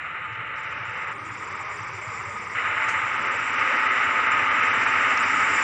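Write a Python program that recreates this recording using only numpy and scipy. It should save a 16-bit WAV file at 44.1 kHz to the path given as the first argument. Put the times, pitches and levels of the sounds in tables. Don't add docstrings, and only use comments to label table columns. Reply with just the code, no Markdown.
import sys
import numpy as np
from scipy import signal
from scipy.fft import rfft, irfft, next_fast_len
from scipy.io import wavfile
from scipy.ndimage import uniform_filter1d, map_coordinates

SR = 44100
rng = np.random.default_rng(int(sys.argv[2]) if len(sys.argv) > 2 else 0)


def linear_from_db(decibels):
    return 10 ** (np.asarray(decibels, float) / 20)


def unload_wav(signal):
    wavfile.write(
        sys.argv[1],
        SR,
        np.round(np.clip(np.atleast_2d(signal).T, -1, 1) * 32767).astype(np.int16),
    )


N = 248274
T = np.arange(N) / SR
FRAME_S = 0.02
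FULL_POWER_S = 3.578


def unit(x):
    return x / np.sqrt(np.mean(x ** 2) + 1e-20)


def curves(*tables):
    s, *cols = np.transpose(np.concatenate(tables))
    return [np.interp(T, s, c) for c in cols]


def wobble(rate):
    knots = rng.standard_normal(int(N * rate / SR) + 4)
    return map_coordinates(knots, [T * rate])


def coloured(x, points):
    m = next_fast_len(N + 8192)
    f, db = np.transpose(points)
    log_hz = np.log(np.fft.rfftfreq(m, 1 / SR) + 1)
    gain = linear_from_db(np.interp(log_hz, np.log(f + 1), db, left=-120, right=-120))
    return unit(irfft(rfft(x, m) * gain, m)[:N])


def patchy(depth_db, size=512):
    z = signal.stft(rng.standard_normal(N), nperseg=size)[2]
    field = uniform_filter1d(rng.standard_normal(z.shape), size=4, axis=0)
    field = uniform_filter1d(field, size=5, axis=1)
    return signal.istft(z * linear_from_db(depth_db * unit(field)), nperseg=size)[1][:N]


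def inside(spans):
    mask = sum((T >= a) & (T < b) for a, b in spans)
    return uniform_filter1d(mask.astype(float), size=110, origin=54)


def near_locomotive():
    # start_s, whir_db
    drive = [
        [(0, -35.5), (.2, -36.5), (1.128, -34.5)],
        [(2.549, -28), (2.75, -29), (2.9, -27.5), (3.05, -30), (3.35, -30.5), (3.575, -28.5)],
        [(3.585, -26), (4.2, -25.5), (4.7, -24.5), (5.63, -25)],
    ]
    # pitch_hz, level_db (per Hz)
    shell = [(150, -47.5), (230, -22.5), (400, -20), (750, -16.5), (1020, -14), (1160, -5), (1250, 2.5),
             (1330, -0.5), (1600, -5.5), (2050, -2), (2980, -14), (3300, -29), (3650, -27), (4350, -39.5)]
    # order (multiple of shaft rate), level_db
    mesh_orders = [(13, -20), (14, -9.5), (15, -1), (16, -4.5), (17, -8), (18, -8), (19, -11), (24, -3.5)]
    off_s, on_s = 1.128, 2.549
    shaft_hz, whine_hz = 16.605, 884.7
    whine_db, whine_rise_s, whine_idle_db = -13.5, 0.13, -64.5
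    mesh_db, mesh_bite_s, mesh_rise_s = -23, 2.9, 0.28

    whir_db, = curves(*drive)
    power = 1 - inside([(off_s, on_s)])
    turn = 2 * np.pi * shaft_hz * T + 0.04 * wobble(1.5)
    chatter = patchy(depth_db=-0.12) * linear_from_db(0.52 * np.cos(turn) + 0.75 * wobble(90))
    whir = linear_from_db(whir_db + 3.0) * coloured(chatter, shell)

    since_s = np.where(T < on_s, T, T - on_s)
    lock = np.clip(since_s / whine_rise_s, 0, 1) ** 2
    whine_gain = power * linear_from_db(whir_db + whine_db) * lock + linear_from_db(whine_idle_db)
    whine_tone = np.sin(2 * np.pi * whine_hz * T + 0.6 * wobble(12))
    whine = whine_gain * linear_from_db(1.5 + 2.2 * wobble(30)) * whine_tone

    mesh = np.zeros(N)
    for order, db in mesh_orders:
        phase = 1.52 - 1.2 * (order - 15) - 0.25 * (order - 15) ** 2
        mesh += linear_from_db(db + 1.7 * wobble(2.91)) * np.sin(order * turn + phase)
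    load = np.clip((T - mesh_bite_s) / mesh_rise_s, 0, 1)
    return power * (whir + load * linear_from_db(whir_db + mesh_db) * mesh) + whine


def far_train():
    # start_s, rolling_db
    roll = [(0, -45), (.6, -43.5), (1.1, -36), (1.5, -33), (2.2, -33.5), (2.5, -34), (3, -30.5), (4, -30.5),
            (5.63, -29)]
    # pitch_hz, level_db (per Hz)
    rails = [(450, -42.5), (680, -22.5), (850, -9.5), (1100, -5.5), (1210, -2), (1255, 2.5), (1310, -7),
             (1700, -11), (2030, -5), (2300, -7), (2480, -13), (3300, -27.5), (3750, -30), (4250, -40)]
    # pitch_hz, level_db (per Hz)
    hollow = [(150, -23.5), (200, -7.5), (270, -8.5), (300, -2.5), (340, -7), (410, -5), (460, -2.5),
              (525, -1), (620, -4.5), (700, -11.5), (850, -27.5)]
    roll_db, = curves(roll)
    rolling = coloured(patchy(depth_db=1.1) * linear_from_db(0.7 * wobble(120)), rails)
    rumble = coloured(patchy(depth_db=4.5, size=2048), hollow)
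    rumble_db = -47.5 + 0.65 * (roll_db + 34)
    return linear_from_db(roll_db) * rolling + linear_from_db(rumble_db) * rumble


def baseboard():
    # pitch_hz, level_db (per Hz)
    plank = [(15, -50), (25, -28.5), (46, -25), (64, -9), (75, -13), (104, -2), (120, -8.5), (140, -8.5),
             (165, -7.5), (190, -17.5), (260, -44)]
    # peak_s, peak_db, pitch_hz
    throb = [(0.326, -39, 108), (0.399, -39, 111), (0.714, -41.5, 107), (0.813, -36, 118),
             (0.896, -37, 110), (1.03, -46, 105), (1.226, -39, 109), (1.316, -37, 110), (1.397, -40, 103),
             (1.534, -41, 100), (1.612, -41, 107), (1.741, -43, 103), (1.814, -35.5, 108),
             (1.906, -41, 119), (1.957, -39, 103), (2.088, -33.5, 110), (2.202, -40, 112),
             (2.282, -35, 101), (2.372, -44, 105), (2.566, -40, 117), (2.698, -38.5, 99), (2.772, -44, 119),
             (2.887, -44, 115), (2.966, -40, 100), (3.042, -39, 119), (3.244, -46, 102), (3.362, -41, 102),
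             (3.623, -43, 105), (3.992, -42, 110), (4.079, -40, 103)]
    step_s, gap_s, step_db, fade_db, step_hz = 4.34, 0.0908, -40, 0.4, 106

    out = linear_from_db(-52) * coloured(patchy(depth_db=1.0), plank)
    steady = [(step_s + gap_s * k, step_db - fade_db * k + 1.5 * a, step_hz + 5.0 * b)
              for k, (a, b) in enumerate(rng.standard_normal((14, 2)))]
    half = 2600
    t = np.arange(-half, half) / SR
    swell = np.exp(-(t / 0.018) ** 2)
    for s, db, hz in [*throb, *steady]:
        at = round(s * SR)
        phase = rng.uniform(0, 2 * np.pi)
        out[at - half:at + half] += linear_from_db(db - 1.5) * swell * np.sin(2 * np.pi * hz * t + phase)
    return out


def lost_frames():
    # start_s, end_s
    gaps = [(.65, .71), (.73, .85), (1.17, 1.25), (1.63, 1.69), (1.89, 1.93), (3.27, 3.31), (3.55, 3.59),
            (3.87, 3.91), (4.27, 4.31), (4.69, 4.73)]
    # start_s, frames_lost (count)
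    flutters = [(.91, 2), (1.05, 3), (1.45, 4), (1.77, 3), (2.45, 2)]
    strays = [.55, .61, 1.29, 1.35, 1.99, 2.23, 2.39, 3.17, 3.23, 3.37, 3.51, 3.77, 4.49, 4.61, 4.85, 5.17,
              5.23]
    singles = [s + 2 * FRAME_S * k for s, count in flutters for k in range(count)]
    return [*gaps, *[(s, s + FRAME_S) for s in [*singles, *strays]]]


def wheel_hiss():
    # start_s, hiss_db
    approach = [(0, -72.5), (.55, -75.5), (.56, -61.5), (1.2, -62), (1.35, -57.5), (2.1, -55.5), (2.8, -57),
                (3.6, -51.5), (4.45, -52.5), (4.7, -50.5), (5.4, -48), (5.63, -44.5)]
    # pitch_hz, level_db (per Hz)
    wheels = [(3600, -38.5), (4300, -9), (4600, -4), (4900, -0.5), (5900, -1), (6300, -6.5), (6550, -22),
              (6700, -29.5), (7000, -63)]
    # pitch_hz, level_db (per Hz)
    upper_band = [(6550, -40.5), (6750, -7), (7100, 1), (7400, -0.5), (7900, -7.5), (8050, -14.5),
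                  (8150, -44.5)]
    # pitch_hz, level_db (per Hz)
    top_band = [(7900, -61.5), (8050, -10), (8700, -10.5), (9500, -23), (9650, -57.5)]
    # pitch_hz, level_db (per Hz)
    spill_band = [(9450, -43), (9650, 5.5), (10300, -5), (11300, -15), (12500, -24), (14000, -19.5),
                  (15000, -14.5), (15700, -15)]
    # start_s, end_s
    fills = [(0, .57), (1.13, 1.31), (1.33, 1.37), (1.39, 1.45), (1.71, 1.79), (1.89, 1.91), (1.95, 2.05),
             (2.07, 2.09), (2.19, 2.23), (2.27, 2.53), (2.79, 2.81), (2.89, 2.93)]

    hiss_db, = curves(approach)
    flicker = np.repeat(rng.standard_normal((3, N // 882 + 2)), 882, axis=1)[:, 380:N + 380]
    low_db = hiss_db + 1.2 * flicker[0] - 10 * inside([(1.14, 1.18)])
    low = linear_from_db(low_db) * coloured(patchy(depth_db=1.3), wheels)

    kept = 1 - (1 - linear_from_db(-15.5)) * np.minimum(inside(lost_frames()), 1)
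    masked = inside([(FULL_POWER_S, 5.1)])
    upper_db = hiss_db + 2 - 2.6 * masked + 0.57 * flicker[1]
    upper = linear_from_db(upper_db) * kept * coloured(patchy(depth_db=3.0), upper_band)

    close_db = np.maximum(hiss_db + 49, 0)
    spill_rise_db = 1.1 * (hiss_db + 52.5) + 2.2 * close_db
    spill_db = -81.5 + spill_rise_db
    spill = linear_from_db(spill_db + 1.5 * flicker[2]) * coloured(rng.standard_normal(N), spill_band)

    lift_db = 7 * (T > 2.85) - 8 * (T < 1.05) - 11 * (T < 0.55)
    ajar = (T > 4.6) * linear_from_db(-85 + 0.53 * spill_rise_db)
    leak = ajar + linear_from_db(-95 + 7.0 * wobble(12))
    top = (linear_from_db(-69 + lift_db) * inside(fills) + leak) * coloured(patchy(depth_db=1.0), top_band)
    return low + upper + top + spill


def amplifier_floor():
    # pitch_hz, level_db (per Hz)
    floor = [(7800, -24.5), (8100, -13.5), (9400, -15), (9700, -5.5), (12000, -9.5), (13800, -5.5),
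             (14800, -2), (15700, -0.5)]
    return linear_from_db(-90.5) * coloured(rng.standard_normal(N), floor)


def rail_joints():
    # start_s, level_db, centre_hz, t60_s
    joints = [
        (.326, -61, 5500, 0.18),
        (2.882, -46.5, 5530, .15),
        (2.884, -39.5, 6920, 0.2),
        (5.173, -24, 5750, 0.024),
        (5.39, -43, 7360, 0.026),
    ]
    out = np.zeros(N)
    for s, db, hz, t60 in joints:
        age = np.maximum(T - s, 0)
        band = [(0.18 * hz, -25), (0.72 * hz, -6), (hz, 0), (1.2 * hz, -5), (1.3 * hz, -24), (2.7 * hz, -50)]
        envelope = linear_from_db(db - 60 * age / t60) * (1 - np.exp(-age / 0.002))
        out += envelope * coloured(rng.standard_normal(N), band)
    return out


def frame_ticks():
    # start_s, peak_db
    seams = [(3.6779, -66), (3.7383, -59), (3.7795, -66.5), (3.878, -62.5), (3.9194, -65), (3.9378, -59),
             (4.0182, -57.5), (4.0581, -60.5), (4.9181, -57), (5.0977, -61.5), (5.1381, -55)]
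    joins = np.arange(FULL_POWER_S, N / SR - FRAME_S, FRAME_S)
    weak_db = -78.5 + 8.5 * rng.standard_normal(len(joins))
    steps = np.zeros(N)
    for s, db in [*zip(joins, weak_db), *seams]:
        steps[round(s * SR) + 40] = linear_from_db(db + 15)
    band = signal.butter(3, [9500, 14600], "band", fs=SR, output="sos")
    return signal.sosfilt(band, steps)


def scene():
    trains = near_locomotive() + far_train() + baseboard() + wheel_hiss() + rail_joints()
    return (trains + amplifier_floor() + frame_ticks())[None]


def low_pass(x):
    return signal.sosfilt(signal.butter(12, 15720, fs=SR, output="sos"), x)


def record(dry):
    return low_pass(dry)


dry = scene()
out = record(dry)
unload_wav(out)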